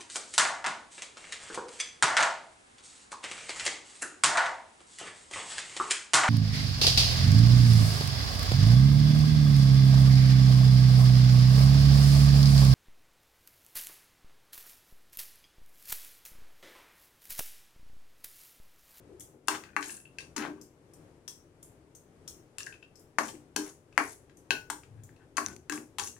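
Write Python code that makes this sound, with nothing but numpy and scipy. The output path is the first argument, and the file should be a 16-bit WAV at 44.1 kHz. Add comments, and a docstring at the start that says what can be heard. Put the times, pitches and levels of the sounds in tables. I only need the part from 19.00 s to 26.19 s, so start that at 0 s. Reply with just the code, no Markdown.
"""A gas burner rumbles in a small tiled kitchen. From 0.5 s a wooden spoon stirs cashews in a dry metal pan:
each impact excites the modes of floor, wall and stand, and the nuts click and slide. From 1.6 s the spoon
rests, leaving a distant tick three times a second, probably a dripping tap. At 3.6 s nuts drop and a hot
one snaps. Stirring resumes at 4.2 s and knocks hardest near 5 s; more nuts snap around 6.5 s."""
import sys
import numpy as np
from scipy import signal
from scipy.fft import rfft, irfft
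from scipy.io import wavfile
from scipy.ndimage import uniform_filter1d

SR = 44100
rng = np.random.default_rng(int(sys.argv[2]) if len(sys.argv) > 2 else 0)


def unload_audio(sound):
    """Save the sound as a 16-bit wav file, at the path given as the first command line argument."""
    columns = np.transpose(np.atleast_2d(sound))
    # keep every value between -1 and 1, then stretch to whole-number steps
    steps = np.round(np.clip(columns, -1, 1) * 32767)
    wavfile.write(sys.argv[1], SR, steps.astype(np.int16))


N = 317284

# spectrum of the flame's rumble and faint hiss: frequency_hz, level_db
FLAME_SPECTRUM = [(15, -23), (30, -8), (48, -14), (66, -5.5), (150, -3.5), (205, -12.5), (300, -5),
                  (420, -7), (630, -16), (1000, -21), (2000, -27.5), (4000, -35.5), (9500, -36),
                  (13000, -46), (16000, -61.5)]
# reverberation of the kitchen: frequency_hz, level_db, t60_s
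ROOM_BANDS = [(99, -7.5, 0.55), (193.5, 5.5, 0.15), (306, 1.5, 0.18), (615, -1, 0.32), (1088, -2, 0.2),
              (2240, -7.5, 0.27), (3640, -0.5, 0.19), (6334, -3, 0.33), (10400, -6, 0.27),
              (14900, 0.5, 0.38)]
# acoustic shadow of the phone's body at the right microphone: frequency_hz, gain_db
SHADOW_SPECTRUM = [(100, -2), (300, -5.5), (700, -6), (1300, -6), (2700, -6), (5000, -9.5), (7000, -8.5),
                   (9000, 0), (16000, 2)]
# spectrum of a small hard contact: frequency_hz, level_db
CLICK_SPECTRUM = [(300, -43), (900, 4), (2500, -1.5), (3600, -4.5), (5500, -1.5), (7000, 1), (10000, -4),
                  (13000, -15), (16000, -24.5)]
# modes of the pan rocking on its stand, of its floor and of its wall: frequency_hz, level_db, t60_s
STAND_MODES = [(180, -18.5, 0.34), (234, -4.5, 0.097), (274, -5, 0.12), (301.1, 1, 0.13), (367, 4, 0.05),
               (389.3, -5, 0.33), (431, -3, 0.23), (607, -8.5, 0.37)]
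FLOOR_MODES = [(656, -10.5, 0.055), (790, -4, 0.04), (800, -5.5, 0.1), (880, 2, 0.035), (1072, 3, 0.028),
               (1160, 2, 0.037), (1132, 7.5, 0.072), (1230, -11.5, 0.0067), (1525, -1, 0.033),
               (1680, -0.5, 0.099), (2050, 1, 0.025), (2400, -4, 0.015)]
WALL_MODES = [(1487, -18, 0.3), (1561, -1.5, 0.055), (1810, -3.5, 0.012), (2647, 0, 0.026),
              (2680, -34.5, 0.17), (2910, -13, 0.033), (3220, -13, 0.021), (4350, 5.5, 0.0028),
              (6360, -10, 0.055)]
# drops striking the sink: start_s, splat_db, splat_hz, ping_db, ping_hz, sink_db
TAP_DRIPS = [(0.1957, -37, 8000, -52.5, 5940, -64), (0.206, -33.5, 8200, -49, 7000, -44.5),
             (1.612, -40, 6440, -47, 5270, -60), (1.9351, -44.5, 8960, -52.5, 5270, -63.5),
             (2.278, -31.5, 8500, -29, 5530, -34.5), (2.627, -38, 9500, -45.5, 10100, -54),
             (2.95, -41.5, 8000, -40, 6300, -58.5), (3.2765, -31, 7440, -34.5, 5560, -39.5),
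             (3.955, -48, 6000, -45, 5280, -63.5), (3.994, -48.5, 13000, -59.5, 7040, -71),
             (5.369, -47, 7470, -53.5, 6070, -68.5), (6.034, -41.5, 7460, -68, 7000, -57)]
# hot nuts snapping: start_s, crack_db, ping_db, ping_hz
NUT_SNAPS = [(3.632, -42, -32, 5830), (6.4625, -28, -19, 6100), (6.485, -32.5, -37, 6300),
             (6.564, -38.5, -40, 6430)]
# low rumbles that swell and fade: start_s, length_s, level_db, pitch_hz
LOW_SWELLS = [(.09, 0.037, -51, 357), (.33, 0.029, -56, 390), (4.3, .1, -57.5, 300),
              (5.85, 0.25, -52.5, 102.4), (6.42, 0.17, -57, 90), (6.79, 0.073, -56.5, 298),
              (6.97, 0.11, -55, 90)]
# the spoon sweeping through the nuts: start_s, length_s, rattle_db, scrape_db, sing_db, judder_db
SPOON_SWEEPS = [(0.5, 0.067, -50, -38.5, -70, -54), (0.574, 0.13, -87, -64, -62, -64),
                (0.807, 0.12, -45.5, -59.5, -65, -60.5), (0.912, 0.062, -50.5, -64, -71, -76),
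                (1.369, 0.11, -79, -41.5, -45, -47), (1.519, 0.11, -85, -75, -73, -61.5),
                (4.232, 0.073, -46.5, -53, -68, -55), (4.591, 0.11, -51.5, -54, -65, -64),
                (4.921, 0.096, -73, -66.5, -73, -80), (4.992, 0.14, -50.5, -63, -73, -68.5),
                (5.948, 0.057, -85, -74.5, -71.5, -71.5), (6.181, 0.068, -92.5, -73, -66, -77),
                (6.396, 0.14, -57.5, -57, -55.5, -55.5), (6.712, 0.062, -46.5, -52, -65, -50.5),
                (6.99, 0.093, -43.5, -60, -66, -60.5)]
# single nuts landing on metal: start_s, click_db, click_hz, ping_relative_db, wall_db, wall_focus_hz
NUT_FALLS = [ (0.4732, -37.5, 9800, -2.5, -52, 1770), (0.544, -37, 1700, -6, -35.5, 1680),
             (0.6369, -38, 1900, -6, -43.5, 2107), (0.69, -62, 1800, -16, -47.5, 2006),
             (0.7024, -59, 1700, -5, -51.5, 1736), (0.7327, -65, 2300, -4.5, -49, 1898),
             (0.8263, -26, 2700, -7, -38, 1820), (0.895, -42, 2300, -2, -33, 2130),
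             (0.9745, -55, 7000, -4, -45.5, 2200), (1.001, -45, 10000, 7, -52, 2500),
             (1.054, -64, 2720, -1, -40, 2680), (1.1846, -31, 3600, -24, -25.5, 2270),
             (1.205, -38, 3800, -19, -56, 2600), (3.583, -26.5, 7140, -36, -34, 2770),
             (3.604, -32.5, 3200, -22, -33.5, 2150), (3.6632, -36, 7400, -17, -39, 1550),
             (3.6688, -39, 1940, 8, -29, 1730), (3.725, -46, 2600, -5, -36.5, 2400),
             (3.741, -48, 2600, -4, -47, 2690), (3.827, -52, 2900, -6, -38.5, 2770),
             (4.286, -35.5, 3000, -5.5, -44, 2630), (4.353, -50, 2200, 3, -58, 2300),
             (4.926, -56, 2500, -1, -50, 2600), (5.2959, -51, 1820, 1.5, -52.5, 1870),
             (5.8347, -46, 2300, 4.5, -52, 1960), (6.0915, -51.5, 1817, 13.5, -53, 1677),
             (6.163, -57, 2600, -11.5, -58, 2590), (6.757, -50, 3500, -6, -55, 1800),
             (7.036, -28.5, 6200, 7.5, -46.5, 2580), (7.074, -41, 2950, -7, -42, 2300),
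             (7.165, -49.5, 1790, 0, -59, 2040)]
# the spoon striking the pan: start_s, knock_db, contact_hz, contact_q, floor_db, thud_db, thud_hz,
# wall_db, crunch_db, crunch_hz, crunch_fade_s
SPOON_KNOCKS = [ (0.483, -9.5, 1010, 1.86, -21, -29, 330, -15, -13, 5900, 0.001),
                (0.765, -8, 1570, 0.98, -18, -30.5, 285, -24, -34, 5950, 0.00091),
                (1.3628, -34, 1360, 3.3, -32.5, -29.5, 290, -55, -21, 6400, 0.0046),
                (1.3792, -21, 1700, 2.3, -38, -28, 260, -31, -29, 6300, 0.0027),
                (1.423, -31, 1700, 1.2, -43, -34, 290, -30.5, -48, 5000, .002),
                (1.451, -20.5, 880, 0.76, -38, -30, 260, -49, -60, 5000, .002),
                (1.479, -35, 900, 0.74, -38, -31.5, 270, -55, -63, 5000, .002),
                (1.577, -50, 1086, 2, -49, -44.5, 287, -73, -70, 5000, .002),
                (4.185, -4.5, 1207, 0.58, -15.5, -25.5, 262.4, -23, -19.5, 6370, 0.0018),
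                (4.5618, -16.5, 1530, 5.9, -30, -24.5, 301.6, -26, -15, 5260, 0.0016),
                (4.978, 0, 1702, 0.57, -18, -25, 273, -20, -28.5, 9950, .0006),
                (5.5067, -22, 1154, 0.75, -37, -29, 410, -8.5, -21, 4600, 0.00091),
                (5.7003, -17, 1250, 1.13, -32.5, -40.5, 270, -31, -20.5, 7500, 0.0028),
                (6.369, -25.5, 1367, 1.8, -22, -46.5, 295, -29.5, -18.5, 6460, 0.0032),
                (6.381, -11.5, 1290, 0.64, -16.5, -28.5, 298, -29, -25, 6200, .0015),
                (6.6967, -16, 1630, 5.6, -25.5, -27.5, 300, -25, -25.5, 6900, 0.001),
                (6.722, -26.5, 1340, 0.75, -27.5, -36, 297, -44, -25, 5530, 0.0025),
                (6.777, -28.5, 1610, 0.5, -45, -39, 297, -41.5, -52, 5500, .002),
                (6.9842, -28.5, 1045, 3.7, -35.5, -42, 382, -50, -20, 3330, 0.0032),
                (6.995, -35, 1090, 1.8, -28, -45.5, 373, -27.5, -19.5, 6500, 0.0016)]


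def undb(db):
    """Amplitude grows tenfold every 20 decibels."""
    return 10 ** (np.asarray(db) / 20)


def seconds(length_s):
    """Uniform sampling gives the time axis of a short sound."""
    return np.arange(max(int(length_s * SR), 8)) / SR


def unit(x):
    """Energy normalisation, to that of one millisecond at full scale."""
    return x * np.sqrt(SR / 1000 / np.sum(x ** 2))


def unit_rms(x, length_s):
    """Power normalisation, to an rms of 1 over the given length."""
    return x / np.sqrt(np.sum(x ** 2) / (length_s * SR))


def add(track, start_s, x):
    """Superposition: a sound adds to what the track already holds."""
    i = max(int(start_s * SR), 0)
    track[i:i + len(x)] += x[:max(len(track) - i, 0)]


def on_log(hz, points, column=1):
    """Interpolation of a table along a logarithmic frequency axis."""
    table = np.array(points, float)
    return np.interp(np.log(np.maximum(hz, 1)), np.log(table[:, 0]), table[:, column])


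def colour(x, spectrum, size=512):
    """Minimum-phase filtering: folding the cepstrum gives the spectrum a causal response."""
    gain = undb(on_log(np.fft.rfftfreq(size, 1 / SR), spectrum))
    cepstrum = irfft(np.log(gain))
    fold = np.r_[1, np.full(size // 2 - 1, 2), 1, np.zeros(size // 2 - 1)]
    response = irfft(np.exp(rfft(cepstrum * fold)))
    return signal.fftconvolve(x, response)[:len(x)]


def band(x, hz, q):
    """Second-order resonance, with gain 1 at its centre."""
    w = 2 * np.pi * min(hz, .45 * SR) / SR
    a = np.sin(w) / (2 * q)
    return signal.lfilter([a, 0, -a], [1 + a, -2 * np.cos(w), 1 - a], x)


def cut(x, hz, side, order):
    """Maximally flat low-pass or high-pass filtering."""
    return signal.sosfilt(signal.butter(order, hz, side, fs=SR, output="sos"), x)


def waver(rate_hz):
    """Random modulation: smoothed steps with a spread near 1."""
    hold = int(SR / rate_hz)
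    steps = np.repeat(rng.standard_normal(N // hold + 1), hold)
    return uniform_filter1d(steps, hold)[:N]


def diffuse_spectra(samples, wide_hz):
    """A diffuse field is coherent at two close microphones in the bass, unrelated above wide_hz."""
    mid, side = rfft(rng.standard_normal((2, samples)))
    angle = np.pi / 4 * np.clip(np.fft.rfftfreq(samples, 1 / SR) / wide_hz, .1, 1)
    return np.cos(angle) * mid + np.sin(angle) * side * np.array([[1], [-1]])


def ring(modes, focus_hz, db_per_octave, scatter_db, detune):
    """Free vibration is a sum of damped modes; the place of contact favours those near focus_hz."""
    t = seconds(.4)
    hz, db, t60 = np.array(modes, float).T[:, :, None]
    weight, shift = rng.standard_normal((2, len(modes), 1))
    sign = rng.choice([-1, 1], (len(modes), 1))
    octaves_off = np.abs(np.log2(hz / focus_hz))
    gain = sign * undb(db + scatter_db * weight - db_per_octave * octaves_off)
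    tones = np.sin(2 * np.pi * hz * (1 + detune * shift) * t)
    decay = np.exp(-np.log(1000) * t / t60)
    return unit(np.sum(gain * tones * decay, axis=0))


def grains(t, per_s, spread_db):
    """Shot noise: tiny contacts of uneven size at random moments."""
    hit = rng.random(len(t)) < per_s / SR
    return hit * rng.choice([-1, 1], len(t)) * undb(spread_db * rng.standard_normal(len(t)))


def chatter(fade_s, rise_s=.0011):
    """A hard contact is a burst of micro-impacts that builds and dies within milliseconds."""
    t = seconds(.04)
    envelope = np.exp(-t / fade_s) * (1 - np.exp(-t / rise_s)) ** 2
    return colour(grains(t, per_s=9000, spread_db=9) * envelope, CLICK_SPECTRUM)


def ping(hz, ring_s):
    """A small body rings briefly as a damped oscillator."""
    t = seconds(.04)
    return unit(np.sin(2 * np.pi * hz * t) * (np.exp(-t / ring_s) - np.exp(-4 * t / ring_s)))


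def tick(hz, fade_s, q, ring_s, tone_db):
    """An impact radiates contact noise together with the struck body's own ring."""
    contact = unit(band(chatter(fade_s), hz, q))
    return unit(contact + undb(tone_db) * ping(hz, ring_s))


def drag(length_s, hz, q):
    """Stick-slip friction: an unbroken run of small catches and slips that come in bunches."""
    t = seconds(.45)
    bunches = undb(3 * waver(90)[:len(t)])
    pressure = np.sqrt(np.abs(np.sin(np.pi * np.minimum(t / length_s, 1))))
    slips = grains(t, per_s=1800, spread_db=3) * bunches * pressure
    for stage_q in (q, .7, .5):
        slips = band(slips, hz, stage_q)
    return unit_rms(slips, length_s)


def burner(flame_db=-59.5, hum_db=-75, hum_hz=99):
    """Combustion noise: the flame rumbles and flutters over a faint wavering hum."""
    shape = undb(on_log(np.fft.rfftfreq(N, 1 / SR), FLAME_SPECTRUM))
    flame = irfft(diffuse_spectra(N, wide_hz=1240) * shape, N)
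    flame = flame / np.std(flame) * undb(flame_db - 2 * waver(6.1))
    hum_peak = np.sqrt(2) * undb(hum_db + 1.4 * waver(2.5))
    hum_phase = 2 * np.pi * np.cumsum(hum_hz + 2 * waver(.96)) / SR
    return (flame + hum_peak * np.sin(hum_phase)) * undb([[2.5], [-2.5]])  # louder on the left


def kitchen(x):
    """Reverberation: dense reflections from the tiles build up, then decay at each band's own rate."""
    t = seconds(.76)
    hz = np.fft.rfftfreq(len(t), 1 / SR)
    centres = np.geomspace(70, 16000, 17)
    noise, echo = diffuse_spectra(len(t), wide_hz=1270), 0
    for centre, selector in zip(centres, np.eye(len(centres))):
        band_noise = irfft(noise * np.interp(hz, centres, selector), len(t))
        build_s = .00089 + 3 / centre  # room modes take a few cycles to build up
        t60 = on_log(centre, ROOM_BANDS, column=2)
        fade = np.exp(-np.log(1000) * t / t60) * (1 - np.exp(-t / build_s))
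        echo = echo + undb(on_log(centre, ROOM_BANDS)) * band_noise * fade / np.linalg.norm(fade)
    return signal.fftconvolve(x[None], echo, axes=1)[:, :N]


def dripping_tap(sink_hz=3330):
    """Drop impact: a splat with fine spray, a rough ping and a knock on the hollow body of the sink."""
    out = np.zeros(N)
    for start, splat_db, splat_hz, ping_db, ping_hz, sink_db in TAP_DRIPS:
        splat = band(chatter(fade_s=.0021, rise_s=.003), splat_hz, q=1.5)
        splat = cut(splat, 5240, "high", order=6)
        spray = cut(chatter(fade_s=.0012), 11000, "high", order=6)
        add(out, start, undb(splat_db) * (unit(splat) + undb(-8.5) * unit(spray)))
        add(out, start, undb(ping_db) * tick(ping_hz, fade_s=.003, q=8, ring_s=.0018, tone_db=-2))
        add(out, start, undb(sink_db) * tick(sink_hz, fade_s=.003, q=.7, ring_s=.0012, tone_db=-2))
    return out


def low_swells():
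    """Narrow-band noise under a rising and falling envelope is heard as a brief pitched rumble."""
    out = np.zeros(N)
    for start, length, level_db, hz in LOW_SWELLS:
        add(out, start, undb(level_db) * drag(length, hz, q=8.3))
    return out


def snapping_nuts():
    """A short transient has a broad spectrum: a hot nut cracks, with a ping of a millisecond or two."""
    out = np.zeros(N)
    for start, crack_db, ping_db, ping_hz in NUT_SNAPS:
        crack = cut(chatter(fade_s=.0005, rise_s=.0002), 1800, "high", order=2)
        add(out, start, undb(crack_db) * unit(crack))
        add(out, start, undb(ping_db) * ping(ping_hz, ring_s=.0005))
    return out


def rattle(length_s, skips_per_s=100, low_hz=5500, high_hz=10500, range_db=14):
    """Repeated impact: sliding nuts skip, each at its own pitch, over gritty clicks and friction hiss."""
    skips, grit = np.zeros((2, len(seconds(.45))))
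    count = int(length_s * skips_per_s) + 1
    for k, (jitter, pitch, size, hardness) in enumerate(rng.random((count, 4))):
        start = length_s * (k + jitter) / count
        hz = low_hz * (high_hz / low_hz) ** pitch
        burr = unit(band(chatter(fade_s=.003), hz, q=6))
        add(skips, start, undb(range_db * size) * burr)
        add(grit, start, undb([range_db * hardness]))
    grit = band(colour(grit, CLICK_SPECTRUM), high_hz, q=.76)
    hiss = drag(length_s, hz=7600, q=.56)
    return unit_rms(skips, length_s) + undb(-4) * unit_rms(grit, length_s) + undb(-8) * hiss


def spoon_sweeps(sing_hz=1650):
    """Friction forces vibration: nuts rattle, wood scrapes, the wall sings and the pan judders."""
    out = np.zeros(N)
    for start, length, rattle_db, scrape_db, sing_db, judder_db in SPOON_SWEEPS:
        add(out, start, undb(rattle_db) * rattle(length))
        add(out, start, undb(scrape_db) * drag(length, hz=1220, q=.23))
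        friction = drag(length, sing_hz, q=1.2)
        wall = ring(WALL_MODES, sing_hz, db_per_octave=7, scatter_db=2, detune=.02)
        add(out, start, undb(sing_db) * unit_rms(signal.fftconvolve(friction, wall), length))
        add(out, start, undb(judder_db) * drag(1.3 * length, hz=268, q=1.3))  # outlasts the sweep
    return out


def falling_nuts(damp_s=.0093, contact_s=.0014):
    """Contact damping: a nut clicks and rings the pan wall, then stills it by coming to lie there."""
    out = np.zeros(N)
    for start, click_db, click_hz, ping_db, wall_db, wall_hz in NUT_FALLS:
        wall = ring(WALL_MODES, wall_hz, db_per_octave=26, scatter_db=2.5, detune=.022)
        click = tick(click_hz, fade_s=.0014, q=.8, ring_s=.0006, tone_db=ping_db)
        t = np.arange(len(wall)) / SR
        envelope = (1 - np.exp(-t / contact_s)) * np.exp(-t / damp_s)
        add(out, start, undb(click_db) * click)
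        add(out, start, undb(wall_db) * unit(wall * envelope))
    return out


def spoon_knocks(place_count=3, floor_lag_s=.0022, thud_rise_s=.0039):
    """Impulse excitation: one short push rings floor, stand and wall and crunches the nuts under it."""
    places = np.zeros((place_count, N))  # one track for each place of contact, struck in turn
    impulse = signal.unit_impulse(256)
    crack = unit(colour(impulse, CLICK_SPECTRUM))  # the first instant of contact
    for k, (start, knock_db, hz, q, floor_db, thud_db, thud_hz,
            wall_db, crunch_db, crunch_hz, crunch_fade_s) in enumerate(SPOON_KNOCKS):
        out = places[k % place_count]
        push = band(band(impulse, hz, q), hz, q)
        push = cut(push, 2390, "low", order=8)  # soft wood passes nothing fast into the metal
        push = unit(cut(push, 614, "high", order=3))  # a small contact radiates little bass
        add(out, start, undb(knock_db - 4.5) * push)
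        add(out, start, undb(knock_db - 22) * crack)
        # the floor rings once the push has spread; a sharply pitched contact picks out fewer modes
        floor = ring(FLOOR_MODES, hz, db_per_octave=3.5 * q, scatter_db=2, detune=.008)
        add(out, start + floor_lag_s, undb(floor_db) * unit(signal.fftconvolve(push, floor)))
        thud = ring(STAND_MODES, thud_hz, db_per_octave=19, scatter_db=2, detune=.012)
        rise = 1 - np.exp(-np.arange(len(thud)) / SR / thud_rise_s)  # the heavy pan is slow to rock
        add(out, start, undb(thud_db + 3) * unit(thud * rise))
        wall = ring(WALL_MODES, focus_hz=2900, db_per_octave=7, scatter_db=1, detune=.004)
        add(out, start, undb(wall_db) * wall)
        crunch = chatter(crunch_fade_s, rise_s=.0006)
        nut_resonance = undb(-6.5) * unit(band(crunch, crunch_hz, q=5.1))
        add(out, start, undb(crunch_db) * unit(unit(crunch) + nut_resonance))
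    return places


def scene():
    """Direct and reverberant fields add; the left microphone faces the pan, the right lies in shadow."""
    knocks, clicks, snaps = spoon_knocks(), falling_nuts(), snapping_nuts()
    drags = spoon_sweeps() + low_swells()
    tap = dripping_tap()
    small_sounds = clicks + snaps + drags + undb(-2) * tap
    # each place of contact, and the sink, has its own reflections; the snaps stay nearly dry
    room_feeds = [*knocks, undb(2.5) * clicks + undb(-10) * snaps + drags, undb(2) * tap]
    echo_left, echo_right = sum(kitchen(feed) for feed in room_feeds)
    left = knocks.sum(axis=0) + small_sounds + echo_left
    # path difference: the right microphone leads by 0 to 2 samples, depending on the place of contact
    early = sum(np.roll(place, -k) for k, place in enumerate(knocks)) + np.roll(small_sounds, -1)
    right = colour(undb(-5) * early + undb(.5) * echo_right, SHADOW_SPECTRUM)
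    return np.array([left, right]) + burner()


def record(dry, top_hz=16000):
    """Saturation and band limiting: the phone clips at full scale and cuts the highest treble."""
    low_pass = signal.ellip(8, .2, 70, top_hz, fs=SR, output="sos")
    return signal.sosfilt(low_pass, np.clip(dry, -1, 1))


dry = scene()
out = record(dry)
unload_audio(out)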